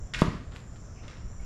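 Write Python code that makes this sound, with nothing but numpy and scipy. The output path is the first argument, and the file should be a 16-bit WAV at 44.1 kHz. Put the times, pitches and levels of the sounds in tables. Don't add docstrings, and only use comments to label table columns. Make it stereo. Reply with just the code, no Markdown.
import sys
import numpy as np
from scipy import signal
from scipy.fft import rfft, irfft
from scipy.io import wavfile
from scipy.ndimage import uniform_filter1d

SR = 44100
rng = np.random.default_rng(int(sys.argv[2]) if len(sys.argv) > 2 else 0)


def int16_out(signal):
    q = np.round(np.clip(np.atleast_2d(signal).T, -1, 1) * 32767)
    wavfile.write(sys.argv[1], SR, q.astype(np.int16))


N = 63945
T = np.arange(N) / SR


def amp(db):
    return 10 ** (np.asarray(db) / 20)


def unit(x):
    return x / np.sqrt(np.mean(x ** 2) + 1e-20)


def read(points, hz):
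    freqs, values = np.transpose(points)
    return np.interp(np.log(hz + 1), np.log(freqs), values)


def fader(rows):
    times, levels = np.transpose(rows)[:2]
    return amp(np.interp(T, times, levels))


def after(start):
    return np.maximum(T - start, 0)


def colour(x, points):
    log_gain = np.log(amp(read(points, abs(np.fft.fftfreq(4096, 1 / SR)))))
    minimum_phase = np.exp(np.conj(signal.hilbert(log_gain)))
    taps = np.fft.ifft(minimum_phase).real[:2048]
    return signal.fftconvolve(x, taps / np.linalg.norm(taps))[:N]


def soften(x, hz, order=2):
    return signal.sosfilt(signal.butter(order, min(hz, SR * .45), fs=SR, output="sos"), x)


def resonate(x, hz, width_hz):
    carrier = np.exp(2j * np.pi * np.cumsum(hz * np.ones(N)) / SR)
    return (carrier * soften(x / carrier, width_hz / 2, order=3)).real


def ring(modes, start):
    t = after(start)
    return sum(amp(db - 60 * t / t60) * np.sin(2 * np.pi * hz * t) for hz, db, t60 in modes)


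def spread(a, b):
    # (frequency [Hz], correlation [0-1])
    likeness = [(60, 1), (130, 0.98), (280, 0.91), (700, 0.81), (2000, 0.7), (5000, 0.71), (12000, 0.71)]
    same = np.clip(read(likeness, np.fft.rfftfreq(N, 1 / SR)), 0, .9995)
    mid = irfft(rfft(a) * np.sqrt((1 + same) / 2), N)
    side = irfft(rfft(b) * np.sqrt((1 - same) / 2), N)
    return np.array([mid + side, mid - side])


def air():
    # (frequency [Hz], relative level [dB])
    breeze_eq = [(20, -4.5), (35, 1), (55, 3), (78, -6), (110, -2), (200, -13), (300, -20), (600, -23),
                 (850, -29.5), (1300, -28), (2200, -38.5), (4000, -47), (7000, -43.5), (9500, -59.5),
                 (13000, -67), (16000, -84)]
    # (time [s], boost [dB])
    rumble_ride = [(0, 3), (.05, 12.5), (.09, -20), (.14, 6.5), (.5, -2.5), (.8, -0.5), (1.03, 2),
                   (1.22, -2.5), (1.4, 8)]
    level_db, swell_db, rumble_hz = -40, 2, 81
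    hz, t, spectra = signal.stft(rng.standard_normal((2, N)), SR, nperseg=2048, noverlap=1536)
    patches = uniform_filter1d(rng.standard_normal(spectra.shape[1:]), size=16, axis=0)
    patches_db = unit(uniform_filter1d(patches, size=6, axis=1))
    swell = unit(uniform_filter1d(rng.standard_normal(len(t)), size=8))
    low_end = np.exp(-(hz[:, None] / rumble_hz) ** 2)
    rumble_db = low_end * (swell_db * swell + np.interp(t, *np.transpose(rumble_ride)))
    gain = amp(read(breeze_eq, hz)[:, None] + patches_db + rumble_db)
    wash = signal.istft(spectra * gain, nperseg=2048, noverlap=1536)[1][:, :N]
    return amp(level_db) * spread(*unit(wash))


def insects():
    # (time [s], level [dB])
    buzz_ride = [(0, -63.5), (.07, -59.5), (.11, -68), (.4, -77), (.48, -68.5), (.66, -63), (.85, -62),
                 (.9, -66), (1.17, -70), (1.3, -63), (1.45, -60.5)]
    # (frequency [Hz], width [Hz], relative level [dB])
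    buzz_bands = [(7195, 540, 2), (11150, 530, -23), (14950, 450, -37)]
    # (time [s], level [dB], centre [Hz], width [Hz])
    chorus_path = [(0, -64.5, 5850, 900), (.12, -65.5, 5740, 900), (.45, -81, 5500, 900),
                   (.68, -73, 5470, 896), (.85, -63, 5850, 1190), (1.05, -62.5, 5720, 1210),
                   (1.2, -64, 5480, 700), (1.33, -64.5, 5820, 550), (1.45, -64.5, 5720, 550)]
    pulse_hz, decay_cycles = 125.5, 0.62
    pulses = np.exp(-(T * pulse_hz % 1) / decay_cycles) * rng.standard_normal((2, N))
    buzz = unit(sum(amp(db) * resonate(pulses, hz, width) for hz, width, db in buzz_bands))
    hz, t, spectra = signal.stft(rng.standard_normal((2, N)), SR, nperseg=512)
    times, _, centre, width = np.transpose(chorus_path)
    centre, width = np.interp(t, times, centre), np.interp(t, times, width)
    band = 1 / np.sqrt(width * (1 + (2 * (hz[:, None] - centre) / width) ** 6))
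    chorus = unit(signal.istft(spectra * band, SR, nperseg=512)[1][:, :N])
    return spread(*(fader(buzz_ride) * buzz + fader(chorus_path) * chorus))


def birds():
    # (time [s], length [s], level [dB])
    calls = [(0.941, 0.11, -62.5), (1.39, 0.09, -65.5)]
    peep_s, peep_hz, peep_db, peep_width_s = 1.401, 2214, -53.5, 0.0041
    swells = sum(amp(db) * np.sin(np.pi * np.minimum(after(s) / length, 1)) for s, length, db in calls)
    rasp = unit(resonate(rng.standard_normal(N), hz=2510, width_hz=800))
    peep_envelope = amp(peep_db) * np.exp(-((T - peep_s) / peep_width_s) ** 2)
    return swells * rasp + peep_envelope * np.sin(2 * np.pi * peep_hz * T)


def grove(send):
    # (frequency [Hz], t60 [s])
    decay = [(60, 0.5), (200, .65), (700, 0.39), (1800, 0.53), (4800, 0.5649), (12000, 0.47)]
    # (frequency [Hz], relative level [dB])
    tail_eq = [(40, -9.5), (160, -6.5), (300, -0.5), (700, -1.5), (1100, 1), (1700, 3.5), (3000, -3),
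               (10000, -1.5)]
    echoes_per_s, build_s = 2500, 0.021
    echoes = rng.choice([-1., 1.], (2, N)) * (rng.random((2, N)) < echoes_per_s / SR)
    hz, t, spectra = signal.stft(echoes * np.minimum(T / build_s, 1), SR, nperseg=512)
    gain = amp(read(tail_eq, hz)[:, None] - 60 * t / read(decay, hz)[:, None])
    tail = signal.istft(spectra * gain, SR, nperseg=512)[1]
    wet = signal.fftconvolve(send[None], tail / np.linalg.norm(tail[0]), axes=1)[:, :N]
    return spread(*wet)


def twigs():
    # (time [s], level before the low-pass [dB], pitch [Hz])
    ticks = [(0.215, -27.5, 9200), (.5625, -24, 2530), (.5677, -33.5, 4240), (0.6031, -39.5, 3500),
             (0.733, -47, 7040), (1.171, -39, 3300), (1.409, -44, 10200)]
    t60_s = .0016
    return soften(sum(ring([(hz, db, t60_s)], start) for start, db, hz in ticks), hz=9300)


def leaves():
    # (time [s], level before filtering [dB], attack [s], t60 [s], low-pass [Hz])
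    rustles = [(.15, -40, 0.0068, 0.17, 9100), (0.178, -39.5, 0.016, 0.23, 15200),
               (0.211, -40.5, 0.0033, 0.091, 14000), (.23, -45.5, 0.011, 0.62, 5800),
               (.513, -50.5, 0.011, 0.17, 4040), (0.541, -54.5, 0.017, 0.3, 16000),
               (.755, -54.5, 0.0077, 0.067, 5000), (1.019, -51.5, 0.02, 0.33, 3120),
               (1.085, -54, 0.019, 0.53, 5600), (1.4, -65, 0.021, .4, 9000)]
    # (frequency [Hz], relative level [dB])
    leaf_eq = [(200, -2.5), (800, -4), (1400, 0.5), (2700, -4), (4500, -5), (7000, -10.5), (9000, -17),
               (12000, -22.5), (16000, -44)]
    snaps_per_s, size_spread_db = 2500, 3
    sizes = amp(size_spread_db * np.minimum(rng.exponential(1, N), 4)) * rng.choice([-1, 1], N)
    snaps = unit(sizes * (rng.random(N) < snaps_per_s / SR))
    bursts = np.zeros(N)
    for start, db, attack, t60, cutoff in rustles:
        envelope = amp(db - 60 * after(start + attack) / t60) * np.minimum(after(start) / attack, 1)
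        bursts += soften(snaps * envelope, cutoff)
    return colour(bursts, leaf_eq)


def bump():
    time_s, level_db, width_s = .2842, -18, 0.0018
    u = (T - time_s) / width_s
    return amp(level_db) * (1 - u ** 2) * np.exp(-u ** 2 / 2)


def knocks():
    # (time [s], relative level [dB])
    hits = [(.137, -21.5), (.1448, -22.5), (.148, -26), (0.167, -47), (0.191, -33), (1.08, -36)]
    # (frequency [Hz], relative level [dB], t60 [s])
    wood_modes = [(590, -14, 0.033), (1230, -8.5, 0.24), (1510, -18, 0.057), (1895, -5, 0.067),
                  (2137, -4, 0.09), (2670, -3.5, 0.044), (3423, -3, 0.04), (6980, -8, 0.048)]
    # (frequency [Hz], relative level [dB])
    crack_eq = [(200, -26), (600, -12), (900, -16), (1500, 0.5), (2800, 2.5), (4500, -8.5), (7000, -11),
                (9000, -29), (16000, -53)]
    wood_db, crack_t60_s = -12, 0.03
    track = np.zeros(N)
    for start, db in hits:
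        burst = rng.standard_normal(N) * (T >= start) * amp(-60 * after(start) / crack_t60_s)
        wood = amp(wood_db) * soften(ring(wood_modes, start), hz=9300)
        track += amp(db) * (.5 * colour(burst, crack_eq) + wood)
    return track


def thud():
    # (frequency [Hz], level [dB], t60 [s])
    husk_modes = [(284, -34.5, .14), (371, -30.5, 0.105), (464, -30, 0.071), (626, -20, 0.032),
                  (919.5, -31.5, 0.1), (1005.7, -25, 0.072), (1102, -25.5, 0.038), (1200, -26, 0.039),
                  (1350, -27, 0.062), (1749, -29, 0.061), (1920, -30, 0.038), (2830, -36.5, .05)]
    # (frequency [Hz], relative level [dB])
    grit_eq = [(150, 1.5), (500, -1.5), (800, -11), (1200, 4), (1800, -3), (3000, -12.5), (6000, -22),
               (16000, -50)]
    start_s, slap_s, boom_attack_s = .2189, 0.0004, 0.0015
    slap_db, grit_db, grit_t60_s = -5, -22.5, 0.042
    # (frequency [Hz], level [dB], t60 [s])
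    soil, ground_shake = (158.8, -2.5, 0.03), (42.3, -25.5, 0.25)
    t = after(start_s)
    u = t / slap_s
    slap = amp(slap_db) * soften((T >= start_s) * (1 - u) * np.exp(-u), hz=990)
    boom = ring([soil, ground_shake], start_s) * (1 - np.exp(-(t / boom_attack_s) ** 2))
    grit = rng.standard_normal(N) * (T >= start_s) * amp(grit_db - 60 * t / grit_t60_s)
    return slap - boom + colour(grit, grit_eq) + ring(husk_modes, start_s)


def scene():
    # (track, reverb send [dB])
    tracks = [(knocks(), -4), (thud() + bump(), -8), (leaves() + birds(), -7.5), (twigs(), -9)]
    direct = sum(track for track, _ in tracks)
    send = sum(amp(db) * track for track, db in tracks)
    return direct + grove(send) + air() + insects()


def record(dry):
    # (frequency [Hz], left over right [dB])
    balance = [(100, 0.44), (2000, 0.8), (5000, 0.8), (8000, 1), (14000, 3)]
    # (frequency [Hz], left minus right [rad])
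    phase = [(60, -0.012), (200, -0.13), (500, -0.3), (1300, -0.45), (3100, -0.83), (5600, -0.41),
             (8300, -0.64), (15000, -0.82)]
    cutoff_hz = 16400
    hz = np.fft.rfftfreq(N, 1 / SR)
    left_gain = amp(read(balance, hz) / 2) * np.exp(.5j * read(phase, hz))
    placed = irfft(rfft(dry) * np.array([left_gain, 1 / left_gain]), N)
    high_cut = signal.firwin(511, cutoff_hz, window=("kaiser", 9), fs=SR)
    return signal.oaconvolve(placed, high_cut[None], "same")


dry = scene()
out = record(dry)
int16_out(out)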